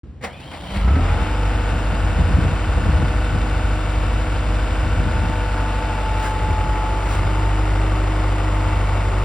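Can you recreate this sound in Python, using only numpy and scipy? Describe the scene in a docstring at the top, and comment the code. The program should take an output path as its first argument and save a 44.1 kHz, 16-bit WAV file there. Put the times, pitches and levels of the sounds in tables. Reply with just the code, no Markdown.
"""Road roller starting up

Open dirt lot, spaced stereo microphones near the machine. The starter clanks in and cranks; the
four-cylinder diesel catches and settles to idle. Exhaust puffs drone, blows ring the block, the gears
and fan hum, a hydraulic pump whines. Gusts buffet the microphones, and about six seconds in the
listener takes a few steps sideways over the dirt."""
import sys
import numpy as np
from scipy import signal
from scipy.fft import rfft, irfft, next_fast_len
from scipy.io import wavfile
from scipy.ndimage import uniform_filter1d

SR = 44100
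rng = np.random.default_rng(int(sys.argv[2]) if len(sys.argv) > 2 else 0)


def inscribe(sig):
    """Save sig as 16-bit PCM at rate SR to the path in sys.argv[1].

    A 1-D sig is mono; a 2-D sig holds one channel per row.
    Samples are clipped to [-1, 1] before scaling.
    """
    pcm = np.round(np.clip(np.atleast_2d(sig).T, -1, 1) * 32767)
    wavfile.write(sys.argv[1], SR, pcm.astype(np.int16))


N = 407484
T = np.arange(N) / SR
MESH_S, FIRST_FIRINGS_S, SURGE_S = .25, (.6, .76), .95  # pinion in, engine fires, fuel peaks
WALK_S, ARRIVE_S = (5.82, 6.8), (7.0, 7.2)  # the listener moves sideways, then comes to rest


def from_db(db):
    """Decibels to gain."""
    return np.exp(np.asarray(db) * (np.log(10) / 20))


def rms_one(x):
    """Scale to unit power."""
    return x / np.sqrt(np.mean(x ** 2) + 1e-20)


def in_time(points):
    """Read a curve at every sample."""
    return np.interp(T, *np.transpose(points))


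def at_hz(points, hz):
    """Read a spectrum on a log-frequency axis."""
    f, value = np.transpose(points)
    return np.interp(np.log(np.maximum(hz, 1)), np.log(f), value)


def drift(rate):
    """A random curve of rms 1 that turns about rate times a second."""
    knots = rng.standard_normal(4096)
    return rms_one(np.interp(T * rate, np.arange(len(knots)), knots))


def ramp(start, end):
    """Rises from 0 to 1 between two moments."""
    return np.clip((T - start) / (end - start), 0, 1)


def bell(centre_s, width_s):
    """A Gaussian rise to 1 and back."""
    return np.exp(-((T - centre_s) / width_s) ** 2)


def strikes(rows, attack_s, decay_s):
    """A quick rise and a dying tail for each row of t/s, level/dB."""
    return sum(from_db(db) * ramp(s, s + attack_s) * np.exp(-np.maximum(T - s, 0) / decay_s)
               for s, db in rows)


def swells(rows):
    """A smooth rise and fall for each row of t/s, level/dB, length/s."""
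    return sum(from_db(db) / (1 + ((T - s) / length) ** 2) ** 2 for s, db, length in rows)


def tone(turns, flutter_db, flutter_hz):
    """A sine of rms near 1 whose strength flutters."""
    return np.sqrt(2) * np.cos(2 * np.pi * turns) * from_db(flutter_db * drift(flutter_hz))


def white():
    """Two independent white noises."""
    return rng.standard_normal((2, N))


# Diffuse sound against direct at the microphones: f/Hz, level/dB
DIFFUSE_SHARE = [(60, -19), (150, -14), (300, -14), (800, -8), (2000, -12.5), (4000, -5), (8000, -18),
                 (15000, -36)]
# Left microphone against right: f/Hz, level/dB
BALANCE = [(60, 0), (110, 2), (200, -3.5), (380, 1.5), (700, -0.5), (1290, 4.5), (2380, -0.5), (4400, 4.5),
           (8120, -1.5), (15000, -1.5)]
# Lead of the left microphone: f/Hz, phase/rad
PHASE_LEAD = [(200, 0), (860, .4), (1810, -.1), (3270, 1.1), (4910, .4), (5510, -.6), (6550, -3.1),
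              (7400, -5.6), (10200, -6.7), (12200, -9.4), (14000, -9.8), (14800, -12.4)]
def colour(pair, spectrum):
    """A direct and a diffuse signal, filtered and picked up by the spaced microphones; rms 1."""
    size = next_fast_len(N + 8192, real=True)
    hz = np.arange(size // 2 + 1) * SR / size
    direct, diffuse = rfft(pair, size) * from_db(at_hz(spectrum, hz)) * (hz > 15)
    diffuse = diffuse * from_db(at_hz(DIFFUSE_SHARE, hz))
    leftward = from_db(at_hz(BALANCE, hz) / 2) * np.exp(.5j * at_hz(PHASE_LEAD, hz))
    left, right = (direct + diffuse) * leftward, (direct - diffuse) / leftward
    return rms_one(irfft(np.array([left, right]), size)[:, :N])


def noise(spectrum):
    """Steady coloured stereo noise."""
    return colour(white(), spectrum)


def rough_noise(spectrum, flutter_db, flutter_hz):
    """Coloured stereo noise made grainy by a fast flutter."""
    return colour(white() * from_db(flutter_db * drift(flutter_hz)), spectrum)


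# Background of the open lot: f/Hz, relative level/dB
AIR = [(18, -46), (30, -18), (64, 1), (138, -9), (239, -14.5), (359, -21), (513, -26), (552, -30.5),
       (2790, -45), (9000, -63), (11700, -94), (19800, -120)]
def open_air():
    """A faint, steady rumble lies over the lot."""
    return from_db(-38) * noise(AIR)


# Solenoid pulling in, pinion striking, pinion slamming home: t/s, level/dB
CLANKS = [(.208, -40), (.223, -30), (.236, -21.5)]
# Pinion on the ring gear: f/Hz, relative level/dB
PINION = [(120, -24), (200, -5), (400, -16), (500, 1), (600, -11), (780, -0.5), (1000, -10), (1330, -13),
          (1600, -7), (2100, -4.5), (2700, -16), (5000, -22), (8100, -28.5), (12700, -35), (15000, -37)]
# Ring of the flywheel housing: f/Hz, relative level/dB
HOUSING = [(120, -14), (220, 0), (400, -10), (520, 0), (780, 0), (1050, -8), (2100, -10), (3000, -26),
           (8000, -50)]
def starter_clank():
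    """The solenoid throws the pinion into the ring gear, and the flywheel housing rings on."""
    impact = strikes(CLANKS, attack_s=.009, decay_s=.021) * rough_noise(PINION, .43, 650)
    housing = strikes(CLANKS, attack_s=.009, decay_s=.055) * noise(HOUSING)
    return impact + from_db(-10) * housing


# Commutator rate, held back by each compression, then coasting: t/s, f/Hz
COMMUTATOR = [(.2, 40), (.29, 91), (.345, 112), (.405, 115), (.44, 133), (.48, 145), (.535, 143),
              (.59, 164), (.64, 168), (.68, 186), (.77, 199), (.85, 181), (.97, 164), (1.3, 110)]
# Compressions that load the starter: t/s, level/dB
COMPRESSIONS = [(.399, -36), (.512, -30.5), (.534, -41), (.636, -39), (.699, -33), (.72, -36), (.741, -32),
                (.765, -35)]
# Chug of one compression: f/Hz, relative level/dB
CHUG = [(60, -12), (120, -4), (280, 6), (400, -6), (550, -3), (830, 3), (1400, -7), (2100, -4.5),
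        (3100, -11), (4400, -14), (6000, -25), (11000, -27), (15000, -38)]
# Grinding of the starter gears: f/Hz, relative level/dB
GRIND = [(60, -25), (100, -2), (280, 2), (380, -9), (520, 0), (830, -1.5), (1400, -10), (2200, -10.5),
         (2750, -12), (3100, -4.5), (3400, -12.5), (4350, -16.5), (5800, -24.5), (11000, -28.5),
         (15000, -35)]
# Whine of their teeth: multiple of the commutator rate, relative level/dB
WHINE_ORDERS = [(22, 0), (31, -9)]
def starter():
    """The motor whines, grinds and chugs through the compressions, then is overrun and spins down."""
    release_s, rise_db_per_s, coast_db_per_s = .86, 24.5, 50
    turns = np.cumsum(in_time(COMMUTATOR)) / SR
    chugs = strikes(COMPRESSIONS, attack_s=.006, decay_s=.033) * rough_noise(CHUG, 2, 300)
    roughness_db = 1.1 * np.cos(2 * np.pi * turns) + 1.6 * drift(300)
    grind = colour(white() * from_db(roughness_db), GRIND)
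    grind *= from_db(-46 + rise_db_per_s * (np.minimum(T, release_s) - MESH_S))
    whine = sum(from_db(db) * tone(k * turns + .22 * drift(300), 3, 90) for k, db in WHINE_ORDERS)
    whine *= from_db(-49.3) * (1 - .7 * ramp(.44, .56))  # sinks into the grinding
    hum_db = -47.5 + 15.5 * ramp(*FIRST_FIRINGS_S) - coast_db_per_s * np.maximum(T - release_s, 0)
    hum = from_db(hum_db) * tone(turns, flutter_db=1.5, flutter_hz=30)
    meshed = ramp(MESH_S, MESH_S + .03)
    driving = 1 - ramp(FIRST_FIRINGS_S[1], SURGE_S)
    return chugs + meshed * (hum + driving * (grind + whine))


# Governed firing rate, sagging under pump load: t/s, f/Hz
IDLE = [(1.7, 49.1), (4.2, 49.25), (5.3, 49.2), (5.9, 48.8), (6.4, 48.15), (6.85, 47.9), (7.1, 49.0),
        (7.4, 49.65), (7.8, 49.6), (8.3, 49.2), (9.24, 48.7)]
def firing_rate():
    """Firings per second: cranked slowly, then running up an S-curve to the governed speed."""
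    cranking_hz, catch_s, run_up_s = 7, .85, .1
    caught = .5 + .5 * np.tanh((T - catch_s) / (2 * run_up_s))
    rate = cranking_hz * ramp(.18, MESH_S) * (1 - caught) + in_time(IDLE) * caught
    return rate * (1 + .0012 * drift(9))


def octaves(rate):
    """Doublings of speed relative to idle."""
    return np.log2(np.maximum(rate, 1) / np.median(rate))


def fuel_surge():
    """The governor's extra fuel during the run-up, 0 to 1."""
    return bell(SURGE_S, width_s=.12)


def cylinder_db(firings):
    """The four cylinders are not equally strong, so the engine chugs once per cycle."""
    return np.interp(firings % 4, np.arange(4), (-1, -.4, .4, 1), period=4)


# Exhaust orders: multiple of the firing rate, relative level/dB
EXHAUST_ORDERS = [(1, -0.5), (2, -4), (2.5, -19.5), (3, -10.5), (3.5, -15.5), (4, -17), (4.5, -15),
                  (5, -17.5)]
# Response of the silencer: f/Hz, gain/dB
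SILENCER = [(15, -50), (28, -91), (42, -5.5), (52, 0), (72, -0.5), (98, -7), (150, -10.5), (260, -12.5)]
def exhaust(firings, rate):
    """One puff per firing, stronger with more fuel; the silencer favours the order in its boom."""
    arrived = ramp(*ARRIVE_S)
    boom_db = 1 + 2.5 * arrived  # the second order booms more where the listener stops
    timing = firings + .005 * drift(25)
    puffs = 0
    for order, db in EXHAUST_ORDERS:
        gain = from_db(db + at_hz(SILENCER, order * rate) + (order == 2) * boom_db)
        phase = (order > 2) * rng.random()
        puffs -= gain * tone(order * timing + phase, flutter_db=.5, flutter_hz=14)
    waver_db = (.9 * drift(7) + .5 * drift(49)) * (1 - .5 * arrived)
    level_db = -19.4 + 9.5 * fuel_surge() + 2.5 * arrived + waver_db + .4 * cylinder_db(firings)
    return from_db(level_db) * ramp(*FIRST_FIRINGS_S) * puffs


# Combustion, piston slap, valves, injection, gear teeth:
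# blows per engine cycle, offset/cycles, relative level/dB, decay/s, unevenness/dB
CONTACTS = [(4, .006, -1.5, .008, 1), (2, .1, -4, .008, 1), (10, .02, -2, .004, 2.5),
            (13, .02, -6, .005, 2), (23, .01, -6, .0036, 0)]
def blows(firings, rate):
    """Metal contacts recur every four firings; their ring partly repeats, partly is new each blow."""
    size, harmonics, idle_hz = 16384, 1300, IDLE[0][1]
    cycle, cycle_s = np.arange(size) / size, 4 / idle_hz
    power = 0
    for count, offset, db, decay_s, uneven_db in CONTACTS:
        for k, extra_db in enumerate(uneven_db * rng.permutation(np.linspace(-1, 1, count))):
            age_s = (cycle - offset - k / count) % 1 * cycle_s
            power += (from_db(db + extra_db) * np.exp(-age_s / decay_s)) ** 2
    position = (firings / 4 % 1 * size).astype(int)
    phases = np.exp(2j * np.pi * rng.random((2, 2, harmonics)))
    before, after = rms_one(irfft(phases, size))[..., position]
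    walked = ramp(*WALK_S)  # the paths to the microphones change during the walk
    repeating = np.cos(walked * np.pi / 2) * before + np.sin(walked * np.pi / 2) * after
    ring = repeating + .8 * white()
    sharpness = np.minimum(rate / idle_hz, 1) * (1 - .2 * walked)
    envelope = rms_one(np.sqrt(power))[position] ** sharpness
    return rms_one(ring * envelope * from_db(cylinder_db(firings) + .8 * drift(120)))


# Resonances of covers and panels: f/Hz, bandwidth/Hz, gain/dB
PANELS = [(1860, 11, -10), (2280, 100, -10), (2690, 130, -7), (2754, 100, -3.5), (3020, 75, 2),
          (3580, 126, 0), (4340, 110, -6.5), (4860, 40, 2), (5110, 53, 1)]
# Echoes off the ground, the drum frame and the fence: delay/s, gain/dB
ECHOES = [(.0043, -36), (0.0133, -14), (0.0317, -7)]
def ring_and_echo(hits):
    """Panels ring after each blow, and nearby surfaces throw the sound back."""
    ringing = hits.copy()
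    for hz, width_hz, db in PANELS:
        radius = np.exp(-np.pi * width_hz / SR)
        numerator = np.array([1, 0, -1]) * (1 - radius ** 2) / 2
        denominator = [1, -2 * radius * np.cos(2 * np.pi * hz / SR), radius ** 2]
        ringing += from_db(db) * signal.lfilter(numerator, denominator, hits)
    echoes = sum(from_db(db) * np.pad(ringing, ((0, 0), (int(delay_s * SR), 0)))[:, :N]
                 for delay_s, db in ECHOES)
    return rms_one(ringing + echoes)


# Engine block from the first position: f/Hz, relative level/dB
BLOCK = [(90, -1), (150, -26), (250, -2.5), (350, -8.5), (480, -6.5), (570, -8), (700, -5.5), (860, -5.5),
         (1150, -10.5), (1480, -7.5), (1620, -14), (2300, -15), (2700, -18), (3800, -26), (5100, -32),
         (6500, -65), (12000, -120)]
# The block from a few steps to the side: f/Hz, relative level/dB
BLOCK_SIDE = [(90, -2.5), (150, -11), (280, -8.5), (380, -9), (520, -9), (680, -7), (800, -8), (1050, -10),
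              (1430, -10.5), (1640, -17.5), (1950, -15), (2800, -23), (3800, -30), (5100, -36.5),
              (6500, -63), (12000, -120)]
# Bright ticking of the blows: f/Hz, relative level/dB
TICKING = [(3000, -18), (4800, -2.5), (6000, 2.5), (7200, 4), (8500, 0), (11000, -5.5), (12300, -5.5),
           (15000, -12), (16000, -27)]
def knocking(firings, rate):
    """Block and panels radiate the blows over rushing cooling air; the walk reveals other faces."""
    walked = ramp(*WALK_S)
    hits = ring_and_echo(blows(firings, rate) + .37 * white())
    body = from_db(3.5) * (1 - walked) * colour(hits, BLOCK)
    body += from_db(5) * walked * colour(hits, BLOCK_SIDE)
    body *= from_db(1.8 * bell(1.13, width_s=.15))  # the cold engine clatters most on reaching speed
    ticks = from_db(-17.5) * colour(hits + 1.12 * white(), TICKING)
    return from_db(-31.5 + 8.5 * octaves(rate)) * ramp(*FIRST_FIRINGS_S) * (body + ticks)


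# First cylinders to fire: t/s, level/dB
KICKS = [(.716, -17), (.766, -10), (.809, -14.5)]
def silencer_kicks(ring_hz=56):
    """Each of the first firings leaves a short, deep ring in the silencer."""
    return sum(strikes([(s, db)], attack_s=.003, decay_s=.024) * np.sin(2 * np.pi * ring_hz * (T - s))
               for s, db in KICKS)


# Hard combustion knocks: t/s, level/dB
COLD_KNOCKS = [(.757, -32), (.797, -32), (.842, -34), (.878, -28), (.952, -26), (1.03, -28), (1.082, -28)]
# Their ring: f/Hz, relative level/dB
COLD_RING = [(200, -14), (500, -4), (900, -2), (1350, 1), (1700, -5), (2200, -3), (2900, -16), (5000, -27),
             (12000, -50)]
def cold_knocks():
    """The cold engine knocks hard as it catches under full fuel."""
    return strikes(COLD_KNOCKS, attack_s=.004, decay_s=.02) * noise(COLD_RING)


# Gas leaving the exhaust: f/Hz, relative level/dB
BLAST = [(60, -14), (115, 0), (180, -5), (265, 1), (380, -14), (520, -12), (800, -14), (1500, -35),
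         (5000, -90)]
def exhaust_blast(firings):
    """Under full fuel each firing throws out a rough puff of gas."""
    puffs = rms_one(.6 + np.sin(np.pi * np.sqrt(firings % 1)) ** 2)
    return from_db(-26) * fuel_surge() * ramp(*FIRST_FIRINGS_S) * puffs * noise(BLAST)


def clutch(pitch_hz=1305):
    """The starter's overrunning clutch sings briefly as the engine outruns it."""
    envelope = ramp(.8, .86) * (1 - ramp(.99, 1.13))
    return from_db(-36.5) * envelope * tone(pitch_hz * T + .2 * drift(110), flutter_db=3, flutter_hz=50)


def timing_howl(firings):
    """The timing gears howl upwards under the load of the run-up."""
    return from_db(-35) * bell(1.01, width_s=.11) * tone(7.75 * firings, flutter_db=2, flutter_hz=30)


# Gear train and block tones: multiple of the firing rate, relative level/dB before and after the walk
GEAR_ORDERS = [(5.5, -54, -48), (6.75, -56, -49), (7.75, -52, -45), (9.75, -48, -58), (10, -41, -47),
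               (10.5, -48, -46), (11.25, -58, -50), (12.5, -42, -45), (13.75, -49, -54), (15, -49, -56),
               (17, -49, -50), (17.5, -50, -49), (18.25, -58, -49), (19.5, -48, -56), (22, -52, -52),
               (22.5, -48, -57), (23, -51, -54), (23.75, -49, -57), (25, -49, -55), (27, -50, -57),
               (27.5, -47, -58), (29.25, -46.5, -56), (30, -43.5, -53), (30.75, -50, -58), (32, -52, -64),
               (34, -51, -64), (35, -52, -62), (36, -48.5, -59), (38.25, -53, -55), (40.5, -55, -64),
               (46.25, -57, -59), (53, -55, -64)]
def gears(firings):
    """Teeth mesh in step with the crank; the mix of their tones shifts as the microphones move."""
    walked, tones = ramp(*WALK_S), 0
    for order, before_db, after_db in GEAR_ORDERS:
        turns = order * firings + rng.random() + .2 * drift(1.5)
        gain = from_db(before_db + (after_db - before_db) * walked)
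        tones += gain * tone(turns, flutter_db=1.6, flutter_hz=11)
    return from_db(-1) * ramp(*FIRST_FIRINGS_S) * tones


# Fan hum with the engine at idle speed: t/s, level/dB
FAN_LEVEL = [(1.05, -44), (1.22, -37.7), (5.3, -38), (6.5, -44), (7.0, -41), (7.4, -33.5), (8.7, -33.5),
             (8.9, -42)]
def fan(firings):
    """The belt-driven fan hums at its own ratio to the crank."""
    turns = 6.325 * firings + .013 * drift(6.7)
    return from_db(in_time(FAN_LEVEL)) * np.sqrt(2) * np.cos(2 * np.pi * turns)


# Pump whine, following its load: t/s, relative level/dB
PUMP_LEVEL = [(.85, -48), (1.05, -38), (1.25, -35), (1.42, -38), (1.6, -48), (4.85, -48), (5.2, -35),
              (5.7, -34), (6.15, -29), (6.88, -28.5), (7.05, -36), (7.14, -44), (7.23, -34.5), (7.45, -32),
              (7.7, -40.5), (9.24, -39)]
# Piston tones: multiple of the firing rate, relative level/dB
PISTON_ORDERS = [(9, -21), (18, 0), (27, -14)]
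def hydraulic_pump(firings):
    """The pump turns with the crank, and its pistons whine."""
    shaft = firings + .0025 * drift(40) + .012 * drift(3)
    whine = sum(from_db(db) * tone(k * shaft, flutter_db=1, flutter_hz=35) for k, db in PISTON_ORDERS)
    return from_db(in_time(PUMP_LEVEL)) * whine


# Breeze on the microphones: t/s, relative level/dB
BREEZE = [(1.1, -20), (1.39, -30.5), (2.23, -18.5), (2.85, -23), (2.87, -17), (3.32, -28.5), (3.37, -18),
          (3.48, -24.5), (4.52, -27.5), (5.09, -22), (5.77, -36), (6.68, -23), (7.06, -37), (7.18, -25),
          (7.38, -31), (8.42, -37), (8.67, -27), (9.24, -30)]
# Its rumble: f/Hz, relative level/dB
RUMBLE = [(20, -30), (40, -13), (60, 2), (85, -0.5), (120, -14), (180, -21), (300, -29), (600, -67),
          (5000, -130)]
# Gusts striking the microphones: t/s, relative level/dB, length/s
GUSTS = [(1.14, -26, .02), (1.22, -24, .025), (1.57, -29, .02), (1.74, -27, .03), (1.94, -24, .03),
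         (2.2, -19, .035), (2.305, -20, .035), (2.39, -17.5, .035), (2.455, -17, .03), (2.52, -22, .035),
         (2.78, -19, .035), (2.885, -17, .04), (3.025, -18, .045), (3.14, -27, .02), (3.35, -20, .04),
         (4.85, -26, .035), (5.01, -20, .04), (5.08, -22, .03), (5.17, -24, .025), (5.25, -22, .025),
         (5.305, -22, .02), (6.5, -22, .02), (6.66, -26, .03), (7.26, -26, .025)]
# Their eddies: f/Hz, relative level/dB
EDDIES = [(40, -22), (66, 5.5), (115, 5), (165, 1.5), (230, -6.5), (320, -13), (500, -28), (1000, -60),
          (5000, -120)]
def wind():
    """Lumpy rumble right on the microphones; strong gusts thump and reach higher."""
    rumble = from_db(in_time(BREEZE) + .3) * ramp(1.0, 1.15) * noise(RUMBLE)
    eddies = noise(EDDIES)
    short_rms = np.sqrt(uniform_filter1d(np.mean(eddies ** 2, axis=0), size=1100) + 1e-6)
    return rumble + from_db(.5) * swells(GUSTS) * eddies / short_rms


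# Shoes scuffing the dirt below the microphones: t/s, level/dB, length/s
STEPS = [(6.255, -30.5, 0.073), (7.13, -32, 0.087)]
def footsteps():
    """Grit crackles under each sole."""
    grit = [(400, 8), (1500, 17), (4000, 0), (9000, -4.5), (15000, -12)]  # f/Hz, relative level/dB
    return swells(STEPS) * rough_noise(grit, flutter_db=.98, flutter_hz=400)


def scene():
    """The roller on the open lot; the crank's speed drives the running engine's tones and blows."""
    rate = firing_rate()
    firings = np.cumsum(rate) / SR
    engine = exhaust(firings, rate) + silencer_kicks() + exhaust_blast(firings) + knocking(firings, rate)
    slightly_left = from_db([[.7], [-.7]])
    rotors = slightly_left * (gears(firings) + hydraulic_pump(firings)) + fan(firings)
    engine += from_db(12 * octaves(rate)) * rotors  # 12 dB louder per doubling of speed
    start = starter_clank() + starter() + cold_knocks() + clutch() + timing_howl(firings)
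    return open_air() + start + engine + wind() + footsteps()


def record(dry):
    """The microphone signal opens abruptly, with a 33 Hz low cut and a 15.8 kHz high cut."""
    low_cut = signal.butter(4, 33, "high", fs=SR, output="sos")
    high_cut = signal.ellip(10, .1, 80, 15800, fs=SR, output="sos")
    return signal.sosfilt(high_cut, signal.sosfilt(low_cut, dry) * ramp(.033, .034))


dry = scene()
out = record(dry)
inscribe(out)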